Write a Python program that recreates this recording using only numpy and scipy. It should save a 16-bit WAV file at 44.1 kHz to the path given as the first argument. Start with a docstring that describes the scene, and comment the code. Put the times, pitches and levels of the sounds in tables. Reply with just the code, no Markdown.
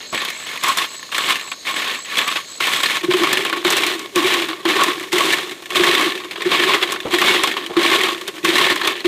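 """First comes the hiss of far insects over a low forest murmur, with a short scuff of broom tines.
A split-bamboo broom then sweeps dry leaves over packed earth, far from the microphone and, after 3 s, close to it.
Noise gated by clumps of crackles makes the leaves; resonances make the hollow handle and the earth.
In the distant part a cricket chirps in tone pulses, and a fainter one answers in buzzes of narrow noise."""
import sys
import numpy as np
from scipy import signal
from scipy.fft import next_fast_len
from scipy.io import wavfile
from scipy.ndimage import uniform_filter1d

SR = 44100
rng = np.random.default_rng(int(sys.argv[2]) if len(sys.argv) > 2 else 0)


def generate_wav(sig):
    """Save sig (samples, or channels by samples) to the path in sys.argv[1] as 16-bit PCM at SR."""
    pcm = np.round(np.clip(np.atleast_2d(sig).T, -1, 1) * 32767).astype(np.int16)
    wavfile.write(sys.argv[1], SR, pcm)


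N = 399987
CLOSE_S = 3.01  # from here on the microphone stands close to the broom


def gain_of(db):
    """Amplitude factor of a level in dB."""
    return 10 ** (np.asarray(db) / 20)


def evened(x):
    """Scales a signal to rms 1."""
    return x / np.sqrt(np.mean(x ** 2) + 1e-20)


def smoothed_twice(x, span):
    """Two moving averages over span samples leave a slow drift."""
    return uniform_filter1d(uniform_filter1d(x, span, axis=0), span, axis=0)


def coloured(x, points):
    """Causal filter whose gain follows a (Hz, dB) spectrum; white noise keeps its power."""
    hz = abs(np.fft.fftfreq(8192, 1 / SR))
    f, db = np.transpose(points)
    log_gain = np.interp(np.log(hz + 1), np.log(f), db) * np.log(10) / 20
    # minimum phase: the phase is the Hilbert transform of the log gain
    taps = np.fft.ifft(np.exp(np.conj(signal.hilbert(log_gain)))).real
    if abs(taps[:64]).sum() <= abs(taps[-64:]).sum():
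        taps = np.roll(taps[::-1], 1)  # turned so that the response starts at once
    return signal.oaconvolve(x, taps[:2048] / np.linalg.norm(taps))[:N]


def resonate(x, hz, width):
    """One fixed resonance of gain 1."""
    r = np.exp(-np.pi * width / SR)
    return 2 * signal.lfilter([1 - r], [1, -r * np.exp(2j * np.pi * hz / SR)], x).real


def dying(power, decay_s):
    """Lets each burst of power die away exponentially."""
    return signal.lfilter([1], [1, -np.exp(-1 / (decay_s * SR))], power)


def bursts(per_s, spread_db, decay_s):
    """Power of leaves snapping at random moments, most small and a few large; mean 1."""
    chance = rng.random(N)
    size = np.minimum(rng.exponential(1, N), 3)
    power = dying((chance < per_s / SR) * gain_of(2 * spread_db * size), decay_s) / per_s
    return power / power.mean()


def event_power(events, db, decay_s):
    """Power of single events, each rising quickly and dying away."""
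    power = np.zeros(N)
    power[np.round(np.transpose(events)[0] * SR).astype(int)] = gain_of(2 * db)
    return 2 * (dying(power, decay_s) - dying(power, .3 * decay_s))


# low forest air, spectrum: (f/Hz, relative level per Hz/dB)
LOW_AIR = [(20, -25), (60, -18.5), (200, -9), (600, -9), (2000, -38.5)]
# treble of forest air and crisp leaves, spectrum: (f/Hz, relative level per Hz/dB)
TREBLE = [(3500, -19.5), (5200, -2.5), (8000, -3.5), (11000, -9.5), (15000, -10.5)]
LOW_AIR_DB, HISS_DB = -48.5, -52


def breeze():
    """Steady low murmur and faint treble hiss of the forest, both coloured noise."""
    low, high = rng.standard_normal((N, 2)).T
    return gain_of(LOW_AIR_DB) * coloured(low, LOW_AIR) + gain_of(HISS_DB) * coloured(high, TREBLE)


# hiss bands of distant insects: (f/Hz, width/Hz, level before the wavering/dB)
INSECT_BANDS = [(4190, 830, -40), (4900, 840, -52.5), (6540, 590, -44)]
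INSECTS_CLOSE_DB = -12  # change of their level once the microphone is close to the broom


def chorus():
    """Narrow wavering hiss of many far insects, fainter close to the broom."""
    noise, waver = rng.standard_normal((N, 2)).T
    waver = evened(smoothed_twice(waver, 3000))
    bands = sum(gain_of(db) * evened(resonate(resonate(noise, hz, width), hz, width))
                for hz, width, db in INSECT_BANDS)
    close = np.arange(N) > CLOSE_S * SR
    return bands * gain_of(0.79 * waver + INSECTS_CLOSE_DB * close)


LAND_S = 0.014  # time the tines take to land


def contact(start, land_db, push_s, top_db, fade_db_per_s):
    """Power of one touch of the broom: quick landing, swell, then a steady fade in dB."""
    u = np.arange(N) / SR - start
    swell_db = (top_db - land_db) * np.clip(u / push_s, 0, 1)
    db = land_db + swell_db - fade_db_per_s * np.maximum(u - push_s, 0)
    return np.clip(u / LAND_S, 0, 1) ** 2 * gain_of(2 * db)


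# strokes: the tines land, the drag swells through the push, then dies as the broom lifts and the leaves settle
# (landing t/s, landing drag level/dB, push t/s, drag level at end of push/dB, fade/dB per s,
#  base treble level over drag/dB)
SWEEPS = [(0.117, -22, 0.04, -19.5, 31, -12), (0.625, -13.5, 0.07, -15, 98, -7.5),
          (1.112, -19.5, 0.2, -13, 148, -7.5), (1.645, -18, 0.057, -16, 203, -9.5),
          (2.07, -26, 0.13, -14, 144, -11.5), (2.595, -16, 0.18, -12.5, 95, -6.5),
          (3.095, -15.5, 0.28, -15, 122, -9.5), (3.635, -14, 0.27, -15.5, 134, -10),
          (4.148, -15, 0.22, -13.5, 83, -7), (4.645, -17, 0.18, -11.5, 95.5, -11),
          (5.115, -14.5, .2, -13, 88, -6.5), (5.695, -26, 0.19, -12, 48, -8),
          (6.508, -11, 0.22, -12.5, 71, -11.5), (7.095, -25, 0.18, -8, 52.5, -9),
          (7.76, -13.5, 0.17, -11.5, 59, -11.5), (8.435, -16, 0.22, -9, 85, -7),
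          (9.04, -9.5, 0.041, -19, 96, -13)]
# short scuffs as tines catch again within or between strokes: (start t/s, length t/s, drag level/dB)
CATCHES = [(0, 0.023, -27), (0.453, 0.087, -24.5), (0.764, 0.083, -18.5), (1.75, 0.2, -17),
           (2.258, 0.12, -18), (2.828, 0.14, -15.5), (3.027, 0.0098, -17), (3.441, 0.018, -16.5),
           (3.511, 0.095, -22.5), (4.483, 0.045, -25), (5.014, .03, -34), (5.746, 0.34, -16),
           (6.394, 0.02, -20.5), (6.443, 0.031, -17.5), (6.86, 0.06, -24), (7.121, 0.029, -14.5),
           (7.556, 0.016, -21), (7.986, 0.11, -21.5), (8.831, 0.089, -17.5), (8.951, 0.017, -21)]
SCUFF_FADE_DB_PER_S, REST_DB = 323, -35.5  # end of a scuff; leaves stirring between strokes


def drag():
    """Drag on the leaves in dB, summed as power over all strokes and scuffs."""
    power = sum(contact(*row[:-1]) for row in SWEEPS)
    power = power + sum(contact(s, db, length, db, SCUFF_FADE_DB_PER_S) for s, length, db in CATCHES)
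    return 10 * np.log10(power + gain_of(2 * REST_DB))


# spectrum of rustling leaves: (f/Hz, relative level per Hz/dB)
RUSTLE_COLOUR = [(40, -59.5), (120, -15.5), (300, -5.5), (850, -6.5), (1450, -2), (2300, -0.5), (3700, 0.5),
                 (5000, -11.5), (6500, -44.5)]
# overtones of handle and tines: (f/Hz, width/Hz, level/dB relative to the rustle)
RINGS = [(1097, 70.4, 10.5), (1784, 86, -2), (2196, 71, -0.5), (3320, 440, -11.5)]
# loudest single crackles: (t/s, relative peak level/dB, relative treble level/dB)
LOUD_CRACKLES = [(0.1275, -17, -39), (.2495, -11.5, -29), (.302, -14, -30.5), (0.637, -5.5, -22),
                 (.684, -6.5, -21), (0.773, -6.5, -21), (0.841, -9.5, -41), (1.028, -20, -43),
                 (1.1233, -12.5, -42), (1.1805, -2.5, -25), (1.288, -7, -30), (1.322, -4, -29),
                 (1.516, -8.5, -37), (2.171, -2.5, -31), (2.183, -7, -23), (2.278, -5, -27),
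                 (2.3575, -4.5, -41), (2.605, -6, -41), (2.671, -6, -28), (2.834, -1, -22), (3.11, -5, -38),
                 (3.1362, -2, -29), (3.235, -1, -27), (3.3295, -1.5, -17.5), (3.4503, -4.5, -30.5),
                 (3.497, -7.5, -36), (3.5272, -4, -41), (3.648, 0, -28), (3.704, -3, -19), (3.724, -4, -23),
                 (3.7673, -2, -19), (3.8652, -5, -23), (3.994, -14, -34), (4.1586, -2, -22),
                 (4.339, -2, -23), (4.4195, -5, -32), (4.487, -9, -37), (4.653, -4, -33),
                 (4.706, -3.5, -32), (4.836, -3, -18.5), (5.035, -14.5, -48), (5.129, -3, -24),
                 (5.207, -5, -28), (5.3844, -7, -37), (5.7568, -3, -30), (6.0108, -10, -28),
                 (6.357, -11.5, -55), (6.5165, 0, -46), (6.8265, 0, -32), (6.921, -9, -22),
                 (6.96, -10.5, -47), (7.1383, -0.5, -27), (7.216, 2, -25.5), (7.281, 1.5, -28),
                 (7.331, -11, -31), (7.436, 0.5, -20.5), (7.4734, -0.5, -26.5), (7.5669, -5.5, -40),
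                 (7.767, -3, -45), (7.8303, -13, -36), (7.851, -6, -32), (8.035, -2, -26),
                 (8.0675, -7, -38), (8.086, -5.5, -38), (8.2789, -9.5, -30.5), (8.4472, -2, -23.5),
                 (8.4991, -5, -43), (8.7586, -9, -30), (8.8137, -4, -39), (8.874, -1.5, -21.5)]
RING_PATCHY_DB = 4  # rms


def rustle(drag_db, clumps, ticks, scratches, grip):
    """Leaves crushed in clumps: gated noise that also excites the overtones of handle and tines."""
    _, peak_db, _ = np.transpose(LOUD_CRACKLES)
    power = gain_of(2 * drag_db) * (0.16 + .3 * clumps + 0.045 * ticks + 0.16 * scratches)
    power = power + event_power(LOUD_CRACKLES, peak_db - 8.5, decay_s=0.0046)
    leaves = coloured(rng.standard_normal(N) * np.sqrt(power), RUSTLE_COLOUR)
    rung = leaves
    # the overtones ring unevenly as the grip and the tines shift
    for (hz, width, db), shift in zip(RINGS, grip.T):
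        uneven = leaves * gain_of(RING_PATCHY_DB * evened(shift))
        rung = rung + gain_of(db) * resonate(uneven, hz, width)
    close = np.arange(N) / SR > CLOSE_S
    return rung + close * gain_of(-5) * resonate(rung, 694, 350)  # more body close by


def tines(per_s, spread_db, cycles, count):
    """Small pitched snaps: each flick rings one tine or twig for tens of cycles; rms 1."""
    size = gain_of(spread_db * np.minimum(rng.exponential(1, N), 4)) * (rng.random(N) < per_s / SR)
    which = rng.integers(0, count, N)
    pitches = np.geomspace(1750, 4200, count)
    return evened(sum(resonate(size * (which == k), hz, hz / cycles) * cycles / hz
                      for k, hz in enumerate(pitches)))


def crisp_treble(drag_db, clumps, ticks, sparks):
    """Crisp leaf treble: noise gated more spikily than the rustle, so that short ticks stand out."""
    t = np.arange(N) / SR
    base_db = np.interp(t, *np.transpose(SWEEPS)[[0, -1]])
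    crisp_db = base_db - 0.098 * (drag_db + 48.0)  # light strokes are crisper
    _, _, treble_db = np.transpose(LOUD_CRACKLES)
    power = gain_of(2 * (drag_db + crisp_db)) * (0.14 + 0.17 * clumps + 0.14 * ticks + 0.016 * sparks)
    power = power + event_power(LOUD_CRACKLES, treble_db + 1.5, decay_s=0.0032)
    # the dry crack that starts each one
    power = power + event_power(LOUD_CRACKLES, treble_db + 13, decay_s=0.0002)
    return coloured(rng.standard_normal(N) * np.sqrt(power), TREBLE)


# jolts of the handle as the broom lands or knocks during a stroke, heard close by: (t/s, peak level/dB)
HANDLE_JOLTS = [(3.035, -17), (3.083, -8.5), (3.14, -8.5), (3.209, -11), (3.648, -11.5), (4.157, -8.5),
                (4.244, -11.5), (4.653, -10.5), (5.129, -12.5), (5.796, -7.5), (6.456, -10.5),
                (6.588, -15), (7.13, -10.5), (7.696, -25), (7.767, -4), (8.436, -14.5), (8.481, -12.5),
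                (9.047, -10)]
HANDLE_HZ, HANDLE_WIDTH_HZ = 356, 70  # lowest air mode of the hollow handle
HANDLE_WAVER_HZ = 12  # rms


def jolts():
    """Each jolt swells for a few cycles and dies, its pitch a little different with every grip."""
    out, t = np.zeros(N), np.arange(6000) / SR
    u = t / 0.011  # time in units of the swell
    for (s, db), (pitch, phase) in zip(HANDLE_JOLTS, rng.uniform(-1.15, 1, (len(HANDLE_JOLTS), 2))):
        hz = HANDLE_HZ * (1 + .04 * pitch)
        ring = gain_of(db) * u * np.exp(1 - u) * np.sin(2 * np.pi * hz * t + np.pi * phase)
        part = out[round(s * SR):][:len(t)]
        part += ring[:len(part)]
    return out


def handle_hum(drag_db, shake, grip_drift):
    """The hollow handle resonates with the drag, faintly from afar, and rings on after each jolt."""
    noise = rng.standard_normal(N) * shake
    hum = resonate(resonate(noise, HANDLE_HZ, HANDLE_WIDTH_HZ), HANDLE_HZ, 88)
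    # the grip bends the pitch
    waver = np.exp(2j * np.pi * np.cumsum(HANDLE_WAVER_HZ * evened(grip_drift)) / SR)
    return (signal.hilbert(hum, next_fast_len(N))[:N] * waver).real + jolts()


def ground(shake):
    """The earth drums under the tines as a low resonance, and each jolt of the handle thumps."""
    thumps = event_power(HANDLE_JOLTS, np.transpose(HANDLE_JOLTS)[1] + 25.6, decay_s=0.012)
    noise = rng.standard_normal(N) * np.sqrt(shake ** 2 + thumps)
    return gain_of(-23.0) * resonate(noise, 183, 68)


def snaps(db, decay_s, width_hz):
    """The pitched core of each loud crackle: a burst of noise in a broad resonance."""
    out, fade = np.zeros(N), np.exp(-np.arange(2000) / (decay_s * SR))
    noise = rng.standard_normal((len(LOUD_CRACKLES), len(fade)))
    pitches = 1000 * 3.7 ** rng.random(len(LOUD_CRACKLES))
    for (s, peak_db, _), hz, burst in zip(LOUD_CRACKLES, pitches, noise):
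        part = out[round(s * SR):][:len(fade)]
        part += (gain_of(peak_db + db) * resonate(burst * fade, hz, width_hz))[:len(part)]
    return out


def broom():
    """The same drag and crackles drive rustle, tines, crisp treble, handle and earth."""
    drag_db = drag()
    busy = gain_of(.6 * (drag_db + 19.0))  # a heavy stroke crushes more leaves a second
    clumps = bursts(per_s=110 * busy, spread_db=3.8, decay_s=0.0065)
    ticks = bursts(per_s=60 * busy, spread_db=5.5, decay_s=0.004)
    sparks = bursts(per_s=40, spread_db=5.5, decay_s=.0004)
    scratches = bursts(per_s=150 * busy, spread_db=4.5, decay_s=.0012)  # single twig tips catching
    grip = smoothed_twice(rng.standard_normal((N, len(RINGS))), round(0.038 * SR))
    leaves = gain_of(-5.5) * rustle(drag_db, clumps, ticks, scratches, grip)
    flick_gain = gain_of(drag_db - 7.0) * np.sqrt(0.084 + 0.67 * ticks)
    flicks = flick_gain * tines(per_s=1200, spread_db=3.0, cycles=70.0, count=16)
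    crisp = crisp_treble(drag_db, clumps, ticks, sparks)
    far = np.arange(N) / SR < CLOSE_S
    steady_db = np.where(far, drag_db - 31.0, 0.78 * drag_db - 14.5)
    shake = gain_of(steady_db + 27.0) * np.sqrt(.5 + .5 * clumps)
    hum = handle_hum(drag_db, shake, grip[:, -1])
    return leaves + flicks + crisp + hum + ground(shake) + snaps(db=6.0, decay_s=0.005, width_hz=230)


# cricket chirps heard from the distant place: middle of the last pulse, t/s
CHIRP_ENDS = [.194, .451, .725, .997, 1.259, 1.533, 1.79, 2.053, 2.318, 2.578, 2.845]
CRICKET_HZ, CRICKET_DB = 7755, -30.5  # mean pitch and peak level of the full-strength pulses
PULSE_S = .0148  # spacing of the pulses


def cricket():
    """Each chirp is a row of nine tone pulses that swell and climb slightly in pitch."""
    out, half = np.zeros(N), round(0.0079 * SR)
    t, shape = np.arange(2 * half) / SR, np.hanning(2 * half)
    for end in CHIRP_ENDS:
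        for k in range(9):  # counted back from the last pulse
            early = max(k - 4, 0)  # the last five pulses are at full strength
            at = round((end - k * PULSE_S) * SR) - half
            hz = CRICKET_HZ - 30 * early + 35 * rng.standard_normal()
            db = CRICKET_DB - 1.8 * early + 1.3 * rng.standard_normal()
            tone = np.sin(2 * np.pi * (hz * t + rng.random()))
            out[at:at + 2 * half] += gain_of(db) * shape * tone
    return out


# dull thuds of foot or broom on the earth: (t/s, relative level/dB)
THUDS = [(0.126, -10.5), (7.05, -6.5), (7.695, -15)]


def steps():
    """Each thud is a dull puff of noise through two broad low resonances."""
    power = event_power(THUDS, np.transpose(THUDS)[1], decay_s=0.013)
    return resonate(resonate(rng.standard_normal(N) * np.sqrt(power), 440, 550), 450, 730)


# a second, farther cricket: middle of each buzz, t/s
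BUZZES = [.44, 1.1, 1.62, 2.12]
ANSWER_HZ, ANSWER_DB = 8300, -51


def answers():
    """Short fuzzy buzzes of narrow noise, blurred by distance."""
    t = np.arange(N) / SR
    shape = sum(np.exp(-((t - s) / .035) ** 2) for s in BUZZES)
    buzz = resonate(resonate(rng.standard_normal(N), ANSWER_HZ, 300), ANSWER_HZ, 300)
    return gain_of(ANSWER_DB) * shape * evened(buzz)


def scene():
    """All sources summed at one microphone."""
    return (breeze() + chorus() + broom() + cricket() + steps() + answers())[None]


def record(dry):
    """Gain control evens out the heavy strokes; soft limit, bass roll-off and band limit follow."""
    power_db = 10 * np.log10(abs(uniform_filter1d(dry[0] ** 2, size=300)) + 1e-12)
    fall = np.arange(N) * 38.0 / SR  # the held peak level sinks this many dB a second
    held_db = np.maximum.accumulate(power_db + fall) - fall
    over_db = np.maximum(held_db + 10.0, 0)
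    ducked = dry / gain_of(0.5 * uniform_filter1d(over_db, size=100))  # half of the excess is taken off
    soft = 0.83 * np.tanh(ducked / 0.86)
    limited = signal.lfilter(*signal.butter(1, 80, "high", fs=SR), soft)
    band_limit = signal.firwin(511, 15050, window=("kaiser", 9), fs=SR)
    return signal.oaconvolve(limited, band_limit[None], "same")


dry = scene()
out = record(dry)
generate_wav(out)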